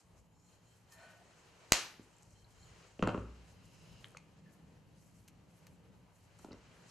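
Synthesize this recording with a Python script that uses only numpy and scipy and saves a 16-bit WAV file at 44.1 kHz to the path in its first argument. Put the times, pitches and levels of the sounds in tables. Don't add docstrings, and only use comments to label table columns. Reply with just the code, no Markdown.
import sys
import numpy as np
from scipy import signal
from scipy.io import wavfile

SR = 44100
rng = np.random.default_rng(int(sys.argv[2]) if len(sys.argv) > 2 else 0)


def generate_wav(sig):
    pcm = np.round(np.clip(np.atleast_2d(sig).T, -1, 1) * 32767).astype(np.int16)
    wavfile.write(sys.argv[1], SR, pcm)


N = 304290

SNAP_DB = 6
PUFF_DB, PUFF_HZ = -45, 45.32
OVERTONE_RATIO, OVERTONE_DB = 1.9, -6
# start in seconds, crack level in dB, crack pitch in Hz, air push level in dB.
WHIPS = [(1.7206, -15, 4300, -20), (1.72165, -6, 6600, -10), (1.7223, -14, 6900, -22),
         (1.72255, -11, 2400, -30), (1.7231, -14, 4800, -26), (1.7243, -27, 6900, -40)]
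def band_snap():
    cracks, pushes = np.zeros((2, N))
    t = np.arange(SR // 10) / SR
    for s, crack_db, hz, push_db in WHIPS:
        t60 = 5 / hz
        crack = ring(hz, t60, t) - from_db(OVERTONE_DB) * ring(OVERTONE_RATIO * hz, t60, t)
        add(cracks, s, -from_db(crack_db) * crack)
        add(pushes, s - .0005, from_db(push_db) * ring(600, .003, t))
    add(pushes, WHIPS[1][0], from_db(PUFF_DB) * ring(PUFF_HZ, 0.1, t))
    left = signal.lfilter([.7, .3], [1], cracks)
    crack_pair = panned(np.array([left, cracks]), pan_db=-.6)
    return from_db(SNAP_DB) * (echoes(crack_pair) + panned(pushes, pan_db=2.0))


def snap_in_room(db=6.5, low_cut_hz=496):
    out = np.zeros(N)
    add(out, WHIPS[1][0], from_db([db]))
    return butter(out, 1, low_cut_hz, "high")


RATTLE_DB, RATTLE_T60_S = -9, 0.081
COVER_HZ, KNOCK_TOP_HZ = 3400, 11500
# pitch in Hz, level in dB, time to fall 60 dB in seconds.
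BOOK_MODES = [(60.8, -25, 0.69), (107, -21, 0.27), (211.7, -5, 0.042), (302, -3.5, 0.022),
              (414, -5.5, 0.035), (560, -2, 0.013), (884, 7.5, 0.006), (1005, 9, 0.0061), (1328, 2, 0.013),
              (1470, -0.5, 0.011), (2120, -9.5, 0.0054)]
EDGE_MODES = [(2710, -0.5, 0.0055), (3100, -7.5, 0.0038)]
# start in seconds, level in dB, contact sharpness in Hz,
# then trims in dB for the edge clack, the two lowest modes and the cover's drum tone.
KNOCKS = [(1.9927, -35.5, 383, -33, -3.5, 2), (2.9930, -23.5, 413, -16.5, -6, -3),
          (3.0251, -18, 1730, -8, -20, 2), (3.031, -26.5, 910, -31, 14, 7.5),
          (3.037, -23, 1000, -16, 9.5, 1), (3.0670, -25, 590, -35, -14, 1),
          (3.0731, -17.5, 1380, -19, -16, -2), (3.0850, -23.5, 900, -13, -17, 2),
          (3.0915, -25.5, 900, -6, 9, 4.5), (3.1451, -21.5, 1110, -18.5, -3, -2),
          (3.1769, -26, 700, -18, 6.5, -1), (6.392, -50, 1500, -18, -15, -2),
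          (6.4455, -33.5, 630, -29, -20, -2), (6.4846, -38, 480, -25, -10, -12),
          (6.509, -39.5, 700, -16, 4, 1), (6.516, -42, 700, -20, -17, -10),
          (6.529, -40.5, 690, -19, -20, 2.5), (6.541, -45, 900, -26, -20, 0)]
def knocks():
    out, t = np.zeros(N), np.arange(SR // 2) / SR
    scatters_db = rng.normal(0, 1.5, (len(KNOCKS), len(BOOK_MODES)))
    rattles = np.diff(rng.standard_normal((len(KNOCKS), len(t) + 1)))
    rattles *= from_db(RATTLE_DB - 60 * t / RATTLE_T60_S)
    clack = sum(from_db(db) * ring(hz, t60, t) for hz, db, t60 in EDGE_MODES)
    for knock, scatter_db, rattle in zip(KNOCKS, scatters_db, rattles):
        s, db, sharp_hz, edge_db, weight_db, drum_db = knock
        body = 0
        for k, (hz, mode_db, t60) in enumerate(BOOK_MODES):
            trim_db = scatter_db[k] + weight_db * (k < 2) + drum_db * (k == 2)
            strength = from_db(mode_db + trim_db) / (1 + (hz / sharp_hz) ** 2)
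            body += strength * (-1) ** k * ring(hz, t60, t)
        body = butter(body, 1, 2.25 * sharp_hz)
        add(out, s, -from_db(db) * (body + from_db(edge_db) * (clack + rattle)))
    return below(KNOCK_TOP_HZ, butter(out, 3, COVER_HZ))


LOWER_RING_RATIO = 0.387
# start in seconds, level in dB, pitch in Hz, resonance Q,
# time for the wake to fall 60 dB in seconds, lower ring in dB against the upper.
TICKS = [(0.923, -52.5, 6500, 1, 0.011, -9), (2.165, -63.5, 7200, 5.7, 0.027, -30),
         (2.184, -57, 8060, 1.7, 0.019, -29.5), (2.225, -54.5, 7100, 1.2, 0.0055, -33),
         (2.231, -53, 7800, 1.8, 0.0054, -28), (2.307, -59.5, 7130, 1.1, 0.0052, -30),
         (2.444, -62.5, 4200, 9.2, 0.022, -16.5), (2.623, -61, 4250, 13, 0.028, -35),
         (3.0262, -46.5, 6400, 2.4, 0.0035, -32), (3.0738, -42, 7800, 1.7, 0.0035, -28),
         (3.0746, -41, 4440, 2, 0.0031, 4), (4.0439, -38, 3100, 3.1, 0.001, -27),
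         (4.0442, -39, 1900, 0.94, 0.0011, -30), (4.148, -46.5, 1320, 3, 0.0059, -7.5),
         (4.1692, -41, 2400, 2.3, 0.0096, -9), (4.172, -41, 5430, 0.78, 0.0095, -23),
         (4.457, -64, 1740, 7.6, 0.51, -34), (5.278, -51, 7100, 0.38, 0.06, -29.5),
         (5.283, -47.5, 6840, 0.56, 0.022, -4.5), (5.668, -51, 6000, 0.35, 0.021, -5),
         (6.388, -57, 6730, 0.7, 0.051, -14), (6.4473, -49, 2520, 0.36, 0.0052, -25),
         (6.511, -64, 2800, 4.5, .02, -9), (6.517, -55, 4300, 2.6, 0.036, -30),
         (6.522, -61, 1970, 5, 0.066, -30), (6.53, -54, 4400, 1.1, 0.013, -14)]
def ticks():
    out, t = np.zeros(N), np.arange(SR // 5) / SR
    for s, db, hz, q, t60, lower_db in TICKS:
        wake = rng.standard_normal(len(t)) * from_db(-60 * t / t60)
        burst = 2.6 * (t == 0) + wake
        for ring_hz, ring_db in [(hz, db), (LOWER_RING_RATIO * hz, db + lower_db)]:
            peak = np.concatenate(signal.iirpeak(ring_hz, q, fs=SR))
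            rung = signal.sosfilt([peak] * 3, burst)
            add(out, s, from_db(ring_db) * rung / np.max(np.abs(rung)))
    return out


def creak(start_s=4.047, end_s=4.125, slips_per_s=83, db=-51, hz=9650):
    out, t = np.zeros(N), np.arange(SR // 200) / SR
    for s in np.arange(start_s, end_s, 1 / slips_per_s):
        late, size = rng.standard_normal(2)
        add(out, s + 0.00084 * late, from_db(db + 2.7 * size) * ring(hz, 0.00094, t))
    return out


WAVER_DB = 3.0
# start in seconds, hold in seconds, level in dB.
SLIDES = [(0.925, 0.05, -68), (0.985, 0.112, -64), (1.12, 0.059, -71)]
# centre in Hz, width in Hz, level in dB.
SLIDE_MODES = [(937, 40, -14), (2370, 120, -12), (1300, 1800, 0)]
# start in seconds, hold in seconds, level in dB, pitch in Hz, pitch wander in Hz.
SQUEAKS = [(0.975, .045, -65, 668, 40), (1.04, .17, -68, 665, 70), (0.935, .06, -69, 1815, 20),
           (1.01, .15, -73, 1840, 20), (1.0, .135, -67, 1494, 8)]
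def sliding_band():
    slopes = dict(rise_db_per_s=510, fall_db_per_s=148)
    tones = sum(strokes([(s, hold, db)], **slopes) * squeak(hz, wander_hz)
                for s, hold, db, hz, wander_hz in SQUEAKS)
    return strokes(SLIDES, **slopes) * resonant(SLIDE_MODES) + tones


def squeak(hz, wander_hz, wanders_per_s=70):
    phase = 2 * np.pi * np.cumsum(hz + wander_hz * drift(wanders_per_s)) / SR
    return rms_one(from_db(WAVER_DB * drift(wanders_per_s)) * np.sin(phase))


# centre in Hz, width in Hz, level in dB.
BLADE_MODES = [(3140, 110, 2.5), (4200, 250, 0.5), (5450, 220, -3), (6800, 260, 5), (7300, 240, 0),
               (8050, 240, -2), (10600, 600, -4)]
# start in seconds, hold in seconds, level of the lower modes in dB, of the upper modes in dB.
BRUSHES = [(0.352, 0.08, -88, -83), (0.448, 0.1, -81, -80), (0.67, 0.069, -86, -81),
           (0.92, 0.035, -77, -76), (1.0, 0.062, -76, -79), (1.093, 0.034, -75, -87),
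           (2.376, 0.045, -78, -98), (2.505, 0.024, -85, -89), (2.597, 0.092, -77, -75)]
def blade(split_hz=5000):
    slopes = dict(rise_db_per_s=294, fall_db_per_s=200)
    lower = resonant([mode for mode in BLADE_MODES if mode[0] < split_hz], WAVER_DB)
    upper = resonant([mode for mode in BLADE_MODES if mode[0] > split_hz], WAVER_DB)
    lower_gain = strokes([(s, hold, db) for s, hold, db, _ in BRUSHES], **slopes)
    upper_gain = strokes([(s, hold, db) for s, hold, _, db in BRUSHES], **slopes)
    return lower_gain * lower + upper_gain * upper


# centre in Hz, width in Hz, level in dB.
HAND_MODES = [(2800, 650, 0), (3850, 400, -7), (5100, 800, -4), (6300, 1200, -10)]
# start in seconds, hold in seconds, level in dB.
STRIP_PULL = [(3.9, 0.1, -70.5)]
def drawn_strip():
    return strokes(STRIP_PULL, rise_db_per_s=24, fall_db_per_s=200) * resonant(HAND_MODES)


TREBLE_SPLIT_HZ, RUB_REST_DB = 9050, -92
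# frequency in Hz, spectral level in dB.
FINGER_TONE = [(2650, -39), (4500, -4), (4720, -6.5), (5300, -3.5), (6820, -3), (7590, -4), (9120, -6),
               (10400, -5), (14300, -7.5)]
# start in seconds, hold in seconds, level in dB, trim of the top treble in dB.
RUBS = [(-0.003, 0.007, -70.5, -10), (0.184, 0.0086, -80.5, -4), (0.4, 0.14, -82.5, -3),
        (0.652, 0.16, -81.5, -1), (0.922, 0.03, -72.5, 4), (0.99, 0.23, -82, 3), (1.243, 0.59, -81.5, -10),
        (2.047, 0.087, -81.5, -3), (2.138, 0.28, -77.5, -9), (2.504, 0.014, -76, -2),
        (2.566, 0.078, -80, -2), (2.705, 0.49, -76.5, -16), (3.452, 0.081, -80.5, -1),
        (3.659, 0.27, -79, -0.5), (4.007, 0.075, -81.5, 3.5), (4.536, 0.015, -81.5, 5),
        (4.98, 0.22, -81, 3.5), (5.52, 0.086, -81, 5), (5.68, 0.059, -85, 6), (6.16, 0.08, -82.5, 3.5),
        (6.406, 0.031, -75.5, 1), (6.756, 0.041, -84.5, 1.5), (6.876, .06, -67, -10)]
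def fingers(slips_per_s=300):
    slipping = rng.random(N) < slips_per_s / SR
    slips = slipping * from_db(1.5 * np.minimum(rng.exponential(1, N), 4))
    grain = 1 + .3 * signal.lfilter([1], [1, -.97], slips)
    noise = rms_one(grain * steady(FINGER_TONE, patchy_db=2.2, rate=16))
    body, top = below(TREBLE_SPLIT_HZ, noise), butter(noise, 8, TREBLE_SPLIT_HZ, "high")
    slopes = dict(rise_db_per_s=407, fall_db_per_s=260)
    body_gain = strokes([(s, hold, db) for s, hold, db, _ in RUBS], **slopes)
    top_gain = strokes([(s, hold, db + top_db) for s, hold, db, top_db in RUBS], **slopes)
    rest = from_db(RUB_REST_DB)
    return (body_gain + rest) * body + (top_gain + rest) * top


# frequency in Hz, spectral level in dB.
SLEEVE_TONE = [(180, -30), (300, -2.5), (422, 1), (695, -2), (836, -2), (2880, -7.5), (3570, -12),
               (4290, -12), (6870, -19.5), (9000, -21), (11700, -56), (19800, -120)]
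# time in seconds, level in dB.
SLEEVE_LEVELS = [(0.0, -77), (0.3, -100), (0.5, -75), (0.88, -74), (1.35, -66.5), (1.7, -65), (2.1, -70.5),
                 (2.46, -76.5), (2.65, -66), (2.85, -63.5), (2.98, -71), (3.4, -66), (3.6, -71.5),
                 (4.07, -66.5), (4.26, -73), (5.45, -76.5), (5.61, -72), (6.05, -80), (6.44, -69),
                 (6.9, -65)]
def sleeves():
    return level(SLEEVE_LEVELS) * steady(SLEEVE_TONE, patchy_db=1.0, rate=15)


# frequency in Hz, spectral level in dB.
RUMBLE_TONE = [(12, -43), (20, -14), (65, 0), (107, -2.5), (168, -5.5), (192, -4), (229, -12.5), (278, -13),
               (323, -23.5), (353, -21), (435, -16), (528, -14), (700, -27.5), (910, -59.5), (1540, -120)]
# centre in Hz, width in Hz, level in dB.
ROOM_MODES = [(64, 16, -4), (105, 18, 0), (168, 26, 0), (280, 40, -10)]
# time in seconds, level of the deep part in dB, of the upper part in dB.
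RUMBLE_LEVELS = [(0.0, -69.5, -74.5), (0.4, -70, -69.5), (0.75, -73.5, -73.5), (1.181, -74.5, -68.5),
                 (1.45, -73.5, -74), (1.679, -71, -73.5), (2.05, -78, -75), (2.3, -67.5, -69),
                 (2.7, -63, -73.5), (2.97, -72, -72.5), (3.45, -65, -66.5), (3.85, -61.5, -63),
                 (4.151, -67, -64.5), (4.44, -74.5, -65), (4.85, -70.5, -64), (5.3, -71, -66),
                 (5.9, -70, -62.5), (6.191, -68, -72.5), (6.5, -67, -69), (6.9, -77, -67)]
def rumble(split_hz=135, modes_db=-2):
    noise = steady(RUMBLE_TONE, patchy_db=2.0, rate=2.9) + from_db(modes_db) * resonant(ROOM_MODES)
    deep, upper = (rms_one(butter(noise, 4, split_hz, kind)) for kind in ("low", "high"))
    s, deep_db, upper_db = np.transpose(RUMBLE_LEVELS)
    return level(np.c_[s, deep_db]) * deep + level(np.c_[s, upper_db]) * upper


# frequency in Hz, spectral level in dB.
HISS_TONE = [(120, -56), (200, -10), (354, -7.5), (698, -10), (806, -3.5), (1280, -15), (3080, -19.5),
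             (3490, -23.5), (6750, -32), (12800, -28.5), (14300, -49)]
def hiss(db=-73.5):
    return from_db(db) * steady(HISS_TONE, patchy_db=1.5, rate=7.2)


# delay in seconds, level in dB, left over right in dB.
ECHOES = [(.0055, -23, 5), (.0078, -19, -4), (.0103, -12, 2), (.0122, -14, 5), (.0168, -19, -5),
          (.0197, -19, 4)]
def echoes(x, echo_db=0, top_hz=8650):
    response = np.zeros((2, SR // 20))
    for s, db, pan_db in ECHOES:
        response[:, round(s * SR)] += from_db(db + echo_db + np.array([.5, -.5]) * pan_db)
    return x + signal.fftconvolve(x, butter(response, 2, top_hz), axes=1)[:, :N]


# frequency in Hz, level in dB.
ROOM_TONE = [(40, -6.5), (150, -3), (600, 5.5), (2500, 4.5), (7000, -0.5), (12000, -15.5), (16000, -42.5)]
# frequency in Hz, time to fall 60 dB in seconds.
ROOM_T60 = [(60, 1), (200, 0.65), (500, 0.41), (2000, 0.44), (5000, 0.41), (8000, 0.3), (12000, 0.51),
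            (16000, .12)]
# frequency in Hz, left-right likeness from 0 to 1.
ROOM_LIKENESS = [(60, 1), (180, 0.93), (550, 0.91), (1650, 0.75), (4970, 0.52), (15000, 1)]
def reverberation(x, db=-37, build_s=0.0087, top_hz=13800):
    t = np.arange(SR) / SR
    decay = lambda hz: from_db(at_hz(ROOM_TONE, hz) - 60 * t / at_hz(ROOM_T60, hz))
    tail = below(top_hz, bands(SR, ROOM_LIKENESS, decay))
    build_up = 1 - np.exp(-(t / build_s) ** 2)
    return signal.fftconvolve(x[None], from_db(db) * tail * build_up, axes=1)[:, :N]


# frequency in Hz, left-right likeness from 0 to 1.
BED_LIKENESS = [(60, 1), (180, 1), (550, 0.61), (1650, 0.5), (4970, 0.49), (15000, 1)]
def steady(tone, patchy_db, rate):
    together, low, high = drift(rate), tone[0][0], tone[-1][0]
    def gain(hz):
        waver_db = patchy_db * (together + .8 * drift(rate))
        return (low < hz < high) * from_db(at_hz(tone, hz) + waver_db)
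    return rms_one(bands(N, BED_LIKENESS, gain))


def bands(size, likeness, gain):
    edges_hz = 20 * 2 ** np.arange(0, 9.8, 1 / 3)
    out, white = 0, rng.standard_normal((2, 2, size))
    for k, (low, high) in enumerate(zip(edges_hz, edges_hz[1:])):
        hz = np.sqrt(low * high)
        envelope = gain(hz)
        if np.max(envelope) > 1e-4:
            mid, side = butter(white[k % 2], 2, [low, high], "band")
            alike = at_hz(likeness, hz)
            out += envelope * (np.sqrt(1 + alike) * mid + np.sqrt(1 - alike) * side * [[1], [-1]])
    return out


def resonant(modes, waver_db=0):
    mid, side = rng.standard_normal((2, N))
    noise, out = mid + 0.47 * side * [[1], [-1]], 0
    for hz, width_hz, db in modes:
        peak = signal.iirpeak(hz, hz / width_hz, fs=SR)
        rung = signal.lfilter(*peak, signal.lfilter(*peak, noise))
        out += from_db(db + waver_db * drift(4.7)) * rms_one(rung)
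    return rms_one(out)


def ring(hz, t60, t):
    return np.sin(2 * np.pi * hz * t) * from_db(-60 * t / t60)


def strokes(rows, rise_db_per_s, fall_db_per_s):
    t = np.arange(N) / SR
    levels_db = [db - rise_db_per_s * np.maximum(s - t, 0) - fall_db_per_s * np.maximum(t - s - hold, 0)
                 for s, hold, db in rows]
    return from_db(np.max(levels_db, axis=0))


def level(rows):
    s, db = np.transpose(rows)
    return from_db(np.interp(np.arange(N) / SR, s, db))


def drift(rate):
    step, settle = 40, 2000
    pole = np.exp(-2 * np.pi * rate * step / SR)
    slow = signal.lfilter([1], [1, -2 * pole, pole ** 2], rng.standard_normal(N // step + settle + 2))
    slow = rms_one(slow[settle:])
    return np.interp(np.arange(N) / step, np.arange(len(slow)), slow)


def at_hz(points, hz):
    points_hz, values = np.transpose(points)
    return np.interp(np.log(hz), np.log(points_hz), values)


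def butter(x, order, hz, kind="low"):
    return signal.sosfilt(signal.butter(order, hz, kind, fs=SR, output="sos"), x)


def below(hz, x):
    return butter(x, 8, hz)


def panned(x, pan_db):
    return x * from_db(pan_db * np.array([[.5], [-.5]]))


def add(track, s, sound):
    at = round(s * SR)
    track[at:at + len(sound)] += sound[:N - at]


def from_db(db):
    return 10 ** (np.asarray(db) / 20)


def rms_one(x):
    return x / np.sqrt(np.mean(x ** 2) + 1e-20)


KNOCK_SEND_DB, TICK_SEND_DB = -5, -12
FAINT_TOP_HZ = 14000
def scene():
    faint = sleeves() + drawn_strip() + rumble() + hiss()
    heavy, light = knocks(), below(FAINT_TOP_HZ, ticks() + creak())
    on_table = echoes(panned(heavy, pan_db=-1.2) + light, echo_db=-3)
    tail = reverberation(from_db(KNOCK_SEND_DB) * heavy + from_db(TICK_SEND_DB) * light + snap_in_room())
    faint += fingers() + sliding_band() + blade()
    return band_snap() + on_table + tail + below(FAINT_TOP_HZ, faint)


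CUTOFF_HZ = 16700
# centre in Hz, width in Hz, gain in dB.
HOUSING = [(2868, 400, 1.5), (3480, 230, -3.5), (4250, 290, 3), (6760, 1700, 5), (9350, 880, -6),
           (11950, 410, -6), (14990, 1900, -4.5)]
def record(dry):
    out = panned(dry, pan_db=.9)
    for hz, width_hz, db in HOUSING:
        band = signal.lfilter(*signal.iirpeak(hz, hz / width_hz, fs=SR), out)
        out = out + (from_db(db) - 1) * band
    return signal.sosfilt(signal.ellip(10, .5, 80, CUTOFF_HZ, fs=SR, output="sos"), out)


dry = scene()
out = record(dry)
generate_wav(out)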